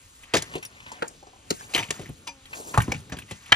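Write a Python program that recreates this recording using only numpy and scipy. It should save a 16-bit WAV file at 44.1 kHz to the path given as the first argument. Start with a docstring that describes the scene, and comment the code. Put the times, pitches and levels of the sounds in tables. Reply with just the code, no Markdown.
"""An open yard: a pickaxe is driven into an old stove of brick and dried mud, levered and dragged out.
Chunks knock, crack and thud on the ground and grit trickles, all exciting one bank of rubble resonances.
The steel head and glass bangles ring briefly, a fly buzzes past, and at the end a brick is tossed hard
onto other bricks. A small two-port microphone hears it over far rumble and leaf hiss."""
import sys
import numpy as np
from scipy import signal
from scipy.fft import rfft, irfft, next_fast_len
from scipy.io import wavfile
from scipy.ndimage import map_coordinates

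SR = 44100
rng = np.random.default_rng(int(sys.argv[2]) if len(sys.argv) > 2 else 0)


def output_pcm(signal):
    """Save a mono or channel-first signal as 16-bit PCM at the path in sys.argv[1].

    Samples are clipped to [-1, 1] before scaling.
    """
    pcm = np.clip(np.atleast_2d(signal).T, -1, 1) * 32767
    wavfile.write(sys.argv[1], SR, np.round(pcm).astype(np.int16))


N = 156555
TIME = np.arange(N) / SR

# Knocks of steel, brick and clay. Each row: start in seconds, clack level in dB, clack pitch in Hz,
# six band levels in dB from low to high, rattle hold in seconds, rattle t60 at 2 kHz in seconds.
KNOCKS = [(0.233, -34, 2260, -69, -74, -62, -38.5, -69, -47, 0.0049, 0.067),
          (0.337, -2, 3060, -44, -12.5, -18.5, -11.5, -20.5, -29, 0.0065, 0.063),
          (0.35, -16, 2350, -45, -18, -40, -37, -23, -33, 0.0015, 0.075),
          (0.366, -5, 1750, -28.5, -44, -35, -22, -23.5, -29.5, 0.0026, 0.1),
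          (0.421, -9, 4380, -42, -41.5, -45, -34, -27, -32, 0.0017, 0.044),
          (0.537, -32, 960, -36.5, -46, -46, -29, -57, -52, 0.0022, 0.068),
          (0.552, -23.5, 719, -77, -22.5, -42.5, -29.5, -42, -43, 0.0041, 0.083),
          (0.579, -21, 4220, -42, -74, -66, -49, -39.5, -60, 0.002, 0.048),
          (0.626, -28, 2920, -47, -63, -46, -31, -52, -39, 0.003, 0.089),
          (0.649, -35, 5660, -50, -69, -59, -40, -49, -32, 0.003, 0.045),
          (0.803, -37, 3600, -50, -70, -56, -33, -56, -63, 0.0027, 0.022),
          (0.827, -36, 1780, -53, -67, -68, -56, -61, -63, 0.0027, 0.037),
          (0.862, -33, 942, -45, -55, -41, -35, -53, -69, 0.0027, 0.045),
          (0.916, -21.5, 890, -62, -38, -39, -42, -40, -48, 0.0021, 0.074),
          (1.021, -17, 800, -96, -16, -20, -31.5, -36, -47.5, 0.0073, 0.022),
          (1.078, -19, 6780, -49, -68, -66, -97, -35.5, -43, 0.0034, 0.043),
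          (1.227, -32, 786, -61, -44, -43, -77, -49, -67, 0.0026, 0.04),
          (1.267, -45, 800, -62, -49.5, -42.5, -63, -48.5, -84, 0.0023, 0.085),
          (1.331, -33, 776, -88, -53, -49, -90, -67, -80, 0.003, 0.026),
          (1.359, -38, 786, -66, -62, -56, -81, -67, -76, 0.0024, 0.038),
          (1.504, 1.5, 4170, -31, -14.5, -30, -21.5, -17, -24.5, 0.0011, 0.044),
          (1.608, -23, 1155, -54, -69, -31.5, -55, -41, -61, 0.0028, 0.032),
          (1.736, -18, 2430, -48, -41, -39, -25.5, -35, -35, 0.0046, 0.09),
          (1.747, 3.5, 3050, -64, -25.5, -38, -16.5, -25, -31, 0.0036, 0.069),
          (1.76, -2.5, 2450, -37, -52, -29.5, -27, -57, -31, 0.0051, 0.078),
          (1.777, -9, 2950, -28, -36.5, -34, -18.5, -43, -30.5, 0.0046, 0.1),
          (1.79, 0.5, 3070, -40, -39, -61, -30, -41, -40, 0.0021, 0.045),
          (1.8, -9, 2430, -59, -51, -39, -41, -47, -45, 0.0035, 0.067),
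          (1.827, -25, 2640, -55, -42, -85, -22, -48, -45, 0.0034, 0.071),
          (1.885, -24, 2140, -37, -48, -63, -37, -62, -55, 0.0026, 0.078),
          (1.905, -6, 2245, -40, -21.5, -29.5, -23.5, -18, -27.5, 0.0011, 0.037),
          (1.992, -30, 743, -34.5, -34, -52, -43, -47, -49, 0.0022, 0.085),
          (2.014, -29, 2650, -35, -35, -73, -44, -51, -48, 0.0033, 0.067),
          (2.057, -25, 1820, -36, -58, -59, -42, -69, -48, 0.0034, 0.065),
          (2.09, -45, 770, -23, -34, -83, -43.5, -70, -41.5, 0.003, 0.048),
          (2.272, -24, 978, -50, -53, -48.5, -31, -39.5, -42, 0.0063, 0.066),
          (2.455, -22, 3210, -69, -65, -60, -37.5, -63, -47, 0.004, 0.096),
          (2.53, -23, 3124, -63, -69, -36.5, -25, -64, -45, 0.0039, 0.045),
          (2.74, -16, 1070, -32, -37, -20, -29.5, -41, -39.5, 0.002, 0.089),
          (2.775, 0, 1138, -4.5, -49, -5.5, -25.5, -26.5, -27.5, 0.0011, 0.056),
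          (2.802, -4, 1560, -28, -68, -41, -24.5, -47, -32, 0.0037, 0.05),
          (2.817, -10.5, 2340, -26, -66, -46, -54, -39, -29.5, 0.0024, 0.066),
          (2.878, -24, 1080, -19, -30, -37, -43, -67, -58, 0.005, 0.074),
          (2.918, -16, 797, -42, -23.5, -31, -23.5, -24.5, -30, 0.0016, 0.043),
          (2.944, -14, 2370, -27, -49, -58, -32.5, -43, -67, 0.0027, 0.095),
          (3.095, -37, 830, -42, -73, -42, -47, -55, -46.5, 0.0035, 0.053),
          (3.12, -15, 1777, -29.5, -34, -36.5, -35.5, -37, -53, 0.0028, 0.12),
          (3.168, -19, 3270, -41, -48, -60, -35.5, -57, -44, 0.003, 0.071),
          (3.186, -23, 1590, -50, -60, -51, -36.5, -45.5, -38.5, 0.0019, 0.095),
          (3.219, -34, 2210, -46, -53, -66, -34.5, -67, -52, 0.0033, 0.049),
          (3.289, -35, 2000, -55, -66, -77, -40, -68, -67, 0.005, 0.08),
          (3.309, -29.5, 830, -32, -38.5, -45.5, -33.5, -35.5, -39.5, 0.003, 0.078),
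          (3.46, -35, 2960, -58, -84, -74, -34.5, -59, -46, 0.0035, 0.041),
          (3.489, -36.5, 1620, -49, -71, -45, -47, -78, -70, 0.0075, 0.14),
          (3.52, -12, 1920, -25.5, -28.5, -10.5, -2.5, -15, -60, 0.0036, 0.033)]


def from_db(db):
    """Decibels to gain."""
    return 10 ** (np.asarray(db) / 20)


def at_hz(hz, points_hz, values):
    """Read a curve on a log-frequency axis."""
    return np.interp(np.log(hz), np.log(points_hz), values)


def drift(rate_hz):
    """A smooth random wander with a spread of 1."""
    pole = np.exp(-80 * np.pi * rate_hz / SR)
    slow = signal.lfilter([1], [1, -2 * pole, pole * pole], rng.standard_normal(N // 40 + 2002))[2000:]
    return np.interp(np.arange(N) / 40, np.arange(len(slow)), slow / slow.std())


def butter(x, hz, kind):
    """A second-order Butterworth filter."""
    return signal.sosfilt(signal.butter(2, hz, kind, fs=SR, output="sos"), x)


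def ring(clicks, hz, t60):
    """One resonance: a unit click starts a decaying sine of height 1."""
    r, w = from_db(-60 / (t60 * SR)), 2 * np.pi * hz / SR
    return signal.lfilter([0, np.sin(w)], [1, -2 * r * np.cos(w), r * r], clicks + 1e-18)


def grains(per_s, spread_db):
    """Tiny collisions: random clicks of uneven size, at an rms of 1."""
    hits = rng.random(N) < per_s / SR
    sizes = from_db(spread_db * np.minimum(rng.exponential(1, N), 4))
    clicks = hits * sizes * rng.choice([-1, 1], N)
    return clicks / clicks.std()


def yard_air():
    """Far rumble and leaf hiss: half-octave noise bands, each wavering on its own."""
    # The bed's tone. Each row: frequency in Hz, relative noise density in dB.
    spectrum = [(15, -33), (25, -3.5), (81, 3.5), (205, -26), (275, 9.5), (368, -30), (549, -5), (661, -49),
                (796, -20.5), (1190, -10), (1770, -22.5), (2020, -12.5), (4260, -16.5), (14500, -30)]
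    out, edges = 0, 25 * 2 ** np.arange(0, 9.6, .5)
    white = rng.standard_normal((2, N))
    for k, (low, high) in enumerate(zip(edges, edges[1:])):
        band_db = at_hz(np.sqrt(low * high), *np.transpose(spectrum)) + 2 * drift(10.7)
        out = out + butter(white[k % 2], [low, high], "band") * from_db(band_db)
    return from_db(-58) * out / out.std()


def trickling_grit(hz, clumps):
    """Grit trickles and scrapes in clumps: the grains that drive the resonance at hz."""
    # The flow of grit. Each row: time in seconds, then rumble, low, middle and treble levels in dB.
    flow = [(0.0, -63, -104, -78, -63.5), (0.21, -74, -72, -65, -59.5), (0.35, -67, -73, -43, -78),
            (0.47, -46, -56, -46, -54), (0.52, -54, -54, -48, -58.5), (0.65, -62.5, -63, -63.5, -69),
            (0.88, -59.5, -65, -47, -63), (1.05, -61, -49.5, -52.5, -65.5), (1.21, -67, -64.5, -87, -69),
            (1.33, -74, -65.5, -91, -100), (1.54, -55, -61, -55, -48), (1.69, -59, -58.5, -59.5, -59.5),
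            (1.81, -58, -52, -48, -51), (1.9, -61, -59, -52, -55), (1.95, -54, -58.5, -51, -54.5),
            (2.07, -58, -74, -53.5, -62.5), (2.25, -58, -60, -107, -64.5), (2.38, -64, -91, -66, -82),
            (2.6, -60.5, -42, -55, -44.5), (2.72, -52.5, -51.5, -56, -49.5), (2.8, -37, -62, -47.5, -53),
            (2.91, -44, -55, -47.5, -58.5), (2.99, -41, -64, -55, -54.5), (3.16, -53, -64, -80, -78),
            (3.31, -53.5, -71, -55, -58), (3.55, -64, -80, -51.5, -65)]
    # The centres of those four bands in Hz.
    bands_hz = [130, 480, 2000, 7500]
    times, *bands_db = np.transpose(flow)
    weights = [at_hz(hz, bands_hz, band) for band in np.eye(4)]
    level_db = sum(weight * np.interp(TIME, times, db) for weight, db in zip(weights, bands_db))
    clump_db = 3.5 * (clumps + drift(19)) / 2
    return from_db(level_db + clump_db) * grains(per_s=900, spread_db=3.5)


def knocking_chunks(hz):
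    """Each knock is one blow and a dying rattle: the clicks that drive the resonance at hz."""
    # The centres of the six knock bands in Hz.
    bands_hz = [130, 400, 1100, 2700, 5500, 11000]
    # The boost of the first blow in each band, in dB.
    blow_db = [24.5, 19.1, 17.4, 21, 4.3, 5.3]
    age, attack_s = np.arange(SR // 5) / SR, 0.0026
    rattle, blows = np.zeros((2, N + len(age)))
    late = 20 + int(0.8 / hz * SR)  # low pitches speak later
    for start, _, _, *levels_db, hold, t60 in KNOCKS:
        i = int(start * SR)
        db = at_hz(hz, bands_hz, levels_db) + 2.5 * rng.standard_normal()  # each knock has its own colour
        blows[i + late] += from_db(db + at_hz(hz, bands_hz, blow_db))
        decay_s = np.clip(t60, .008, .2) * (2000 / hz) ** 0.13  # low pitches rattle longer
        fall_db = 60 * np.maximum(age - hold, 0) / decay_s
        rattle[i:i + len(age)] += from_db(db - fall_db) * np.minimum(age / attack_s, 1)
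    return blows[:N] + from_db(-2.5) * rattle[:N] * grains(per_s=2200, spread_db=4)


def rubble():
    """Fragments of all sizes: a bank of resonances rung by the knocks and the grit."""
    out, clumps = np.zeros(N), drift(17)
    click = signal.unit_impulse(SR // 4)
    thud_cycles, fragment_cycles = 5, 28  # low thuds die in fewer cycles: dull rather than pitched
    for hz in np.geomspace(75, 15000, 46):
        drive = knocking_chunks(hz) + trickling_grit(hz, clumps)
        t60 = at_hz(hz, [300, 1500], [thud_cycles, fragment_cycles]) / hz
        ringing = ring(drive, hz, t60) / np.linalg.norm(ring(click, hz, t60))
        out += signal.lfilter(*signal.butter(1, hz * .7, "high", fs=SR), ringing) / np.sqrt(7)
    return out


def clacks():
    """In each knock one piece clacks at a pitch of its own, with a weaker neighbouring tone."""
    out, age = np.zeros(N + SR), np.arange(SR // 10) / SR
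    trim_db, t60_cycles, rise_s = -11.5, 43.3, 0.0022
    for start, db, hz, *_ in KNOCKS:
        envelope = from_db(db + trim_db - 60 * age * hz / t60_cycles) * np.minimum(age / rise_s, 1)
        phase = 2 * np.pi * hz * age
        pair = np.sin(phase) + 0.71 * np.sin(phase * rng.uniform(0.952, 1.6))
        i = int(start * SR)
        out[i:i + len(age)] += envelope * pair
    return out[:N]


def struck(modes, hits, longest_t60=.12):
    """Each contact is a short rattle that rings every mode of a body, with ring time capped."""
    out = np.zeros(N)
    for hz, mode_db, t60 in modes:
        drive = np.zeros(N + SR)
        for start, hit_db, contact_s in hits:
            i, n = int(start * SR), int(contact_s * SR) + 2
            rattle = rng.standard_normal(SR // 8)[:n]
            # Even out how hard the random rattle pushes this mode.
            push = abs(np.sum(rattle * np.exp(2j * np.pi * hz * np.arange(n) / SR)))
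            drive[i:i + n] += from_db(hit_db + mode_db) * rattle / max(push, np.sqrt(n) / 2)
        out += ring(drive[:N], hz, min(t60, longest_t60))
    return out


def pick_head():
    """The steel head rings briefly as it meets the stove."""
    # Steel modes. Each row: pitch in Hz, level in dB, t60 in seconds before the cap.
    modes = [(754, -16, 0.16), (931, -1, 0.11), (1723, -19, 0.12), (2067, -29, 5.0), (2406, 0, 0.051),
             (2573, -17, 0.062), (3467, -6, 0.061), (4802, -9, 0.15), (5405, -17, 0.24), (6040, -6, 0.12),
             (7628, -20, 0.075), (10480, -25, 0.13)]
    # Contacts. Each row: start in seconds, level in dB, length in seconds.
    hits = [(.340, -37, 0.032), (1.747, -28, 0.068), (2.270, -33.5, 0.024), (3.123, -43, 0.0089)]
    return struck(modes, hits)


def bangles():
    """Glass bangles touch and give small, high clinks."""
    # Glass modes. Each row: pitch in Hz, level in dB, t60 in seconds before the cap.
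    modes = [(3558, -33, 0.21), (4969, -11, 0.025), (5599, 0, 0.026), (9426, -7, 0.051), (10620, -22, 0.13),
             (11300, -32, 0.1)]
    # Contacts. Each row: start in seconds, level in dB, length in seconds.
    clinks = [(.424, -40, .01), (.628, -42, 0.012), (.652, -34, 0.013), (1.082, -57, .005),
              (2.819, -44, 0.006)]
    return struck(modes, clinks)


def fly():
    """A passing fly: five wingbeat harmonics wavering in pitch and level."""
    # The fly-by. Each row: time in seconds, wingbeat in Hz, level in dB.
    flight = [(2.05, 306, -97), (2.151, 299, -88), (2.302, 281.7, -54.5), (2.4, 265.2, -63),
              (2.6, 268, -70), (2.72, 262, -86), (2.93, 301, -94), (3.0, 300, -73), (3.249, 308, -77),
              (3.36, 300, -96)]
    times, hz, db = np.transpose(flight)
    wingbeat_hz = np.interp(TIME, times, hz) * (1 + 0.0061 * drift(26))
    phase = 2 * np.pi * np.cumsum(wingbeat_hz) / SR
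    buzz = sum(from_db(harmonic_db + 2.5 * drift(5.3)) * np.sin(k * phase)
               for k, harmonic_db in enumerate([0.5, -4, -9, -10, -20], 1))
    return from_db(np.interp(TIME, times, db)) * buzz


def tossed_brick():
    """A brick lands hard on other bricks with a short, dry ring."""
    # Brick modes. Each row: pitch in Hz, level in dB, t60 in seconds before the cap.
    modes = [(748, -25, 0.061), (877, -28, 0.14), (1776, -6, 0.026), (2331, -23, 0.1), (3112, 0, 0.011),
             (3580, -30, 0.058), (3978, -36, 0.034), (4167, -47, 0.17), (4490, -40, 0.057),
             (5771, -39, 0.041)]
    # The landing. One row: start in seconds, level in dB, contact length in seconds.
    landing = [(3.521, 0.5, 0.008)]
    return struck(modes, landing)


def at_ports(sound):
    """Left and right: below 5 kHz the right port hears the sound slightly later."""
    # The lag as the work moves aside. 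Each row: time in seconds, delay in milliseconds.
    right_lag = [(0, .1), (.3, .03), (.45, .03), (.5, .2), (.98, .2), (1.0, .43), (1.08, .43), (1.12, .2),
                 (1.46, .2), (1.49, .43), (1.58, .43), (1.7, .03), (2.45, .03), (2.52, .21), (2.72, .21),
                 (2.735, .03), (3.55, .03)]
    lag = np.interp(TIME, *np.transpose(right_lag)) * SR / 1000
    low = signal.sosfiltfilt(signal.butter(4, 5000, fs=SR, output="sos"), sound)
    late_low = map_coordinates(low, [np.arange(N) - lag], order=3, mode="nearest")
    return np.array([sound, sound - low + late_low])


def yard_echoes(sound):
    """Dull reflections off ground and walls, reaching the right port later and earlier by turns."""
    # Reflections. Each row: delay at the left port in seconds, level in dB.
    echoes = [(.007, -16.5), (.019, -14), (.033, -22)]
    out, side_s = np.zeros((2, N)), 0.00116
    dull = signal.lfilter([.4], [1, -.6], sound)
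    for k, (delay_s, db) in enumerate(echoes):
        for side in (0, 1):
            delay = int((delay_s + side_s * side * (-1) ** k) * SR)
            out[side] += from_db(db) * np.pad(dull, (delay, 0))[:N]
    return out


def scene():
    """The pick work with its echoes and the fly, over a bed of yard air."""
    work = butter(rubble() + clacks() + pick_head() + bangles() + tossed_brick(), 85, "high")
    stereo = at_ports(work + fly()) + yard_echoes(work)
    wide_air = from_db(-3.5) * butter(yard_air(), [487, 5560], "band") * [[1], [-1]]
    return stereo + yard_air() + wide_air


def record(dry):
    """The microphone: two ports colour and shift the sound, peaks clip, and the very top is cut."""
    # How the ports differ. Each row: frequency in Hz, right phase in half turns, left over right in dB.
    ports = [(30, -.08, 0), (300, -.08, 1.5), (1100, -.15, 2), (1500, -.55, -3), (1900, -.2, 3),
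             (4000, -.2, 2), (5000, 0, 2.5), (6000, .3, 4), (8050, .93, 0), (8650, 1.07, 0), (9800, 1.5, 0),
             (11100, 2, 0), (13000, 2, 0), (14600, 3, 0), (16000, 3, 0)]
    # The tone both ports share. Each row: frequency in Hz, gain in dB.
    port_tone = [(5500, 1), (7000, 8), (8300, 10.5), (9500, 4.5), (11500, -8), (13500, -4), (15000, 4.5)]
    size = next_fast_len(N + 4096)
    hz = np.arange(size // 2 + 1) * SR / size
    port_hz, half_turns, tilt_db = np.transpose(ports)
    tilt = from_db(np.interp(hz, port_hz, tilt_db) / 2)
    shift = np.exp(1j * np.pi * np.interp(hz, port_hz, half_turns))
    colour = from_db(np.interp(hz, *np.transpose(port_tone)))
    stereo = irfft(rfft(dry, size) * colour * [tilt, shift / tilt], size)[:, :N]
    top_cut = signal.cheby2(12, 70, 16328, fs=SR, output="sos")
    return np.clip(signal.sosfilt(top_cut, np.clip(stereo, -1, 1)), -1, 1)


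dry = scene()
out = record(dry)
output_pcm(out)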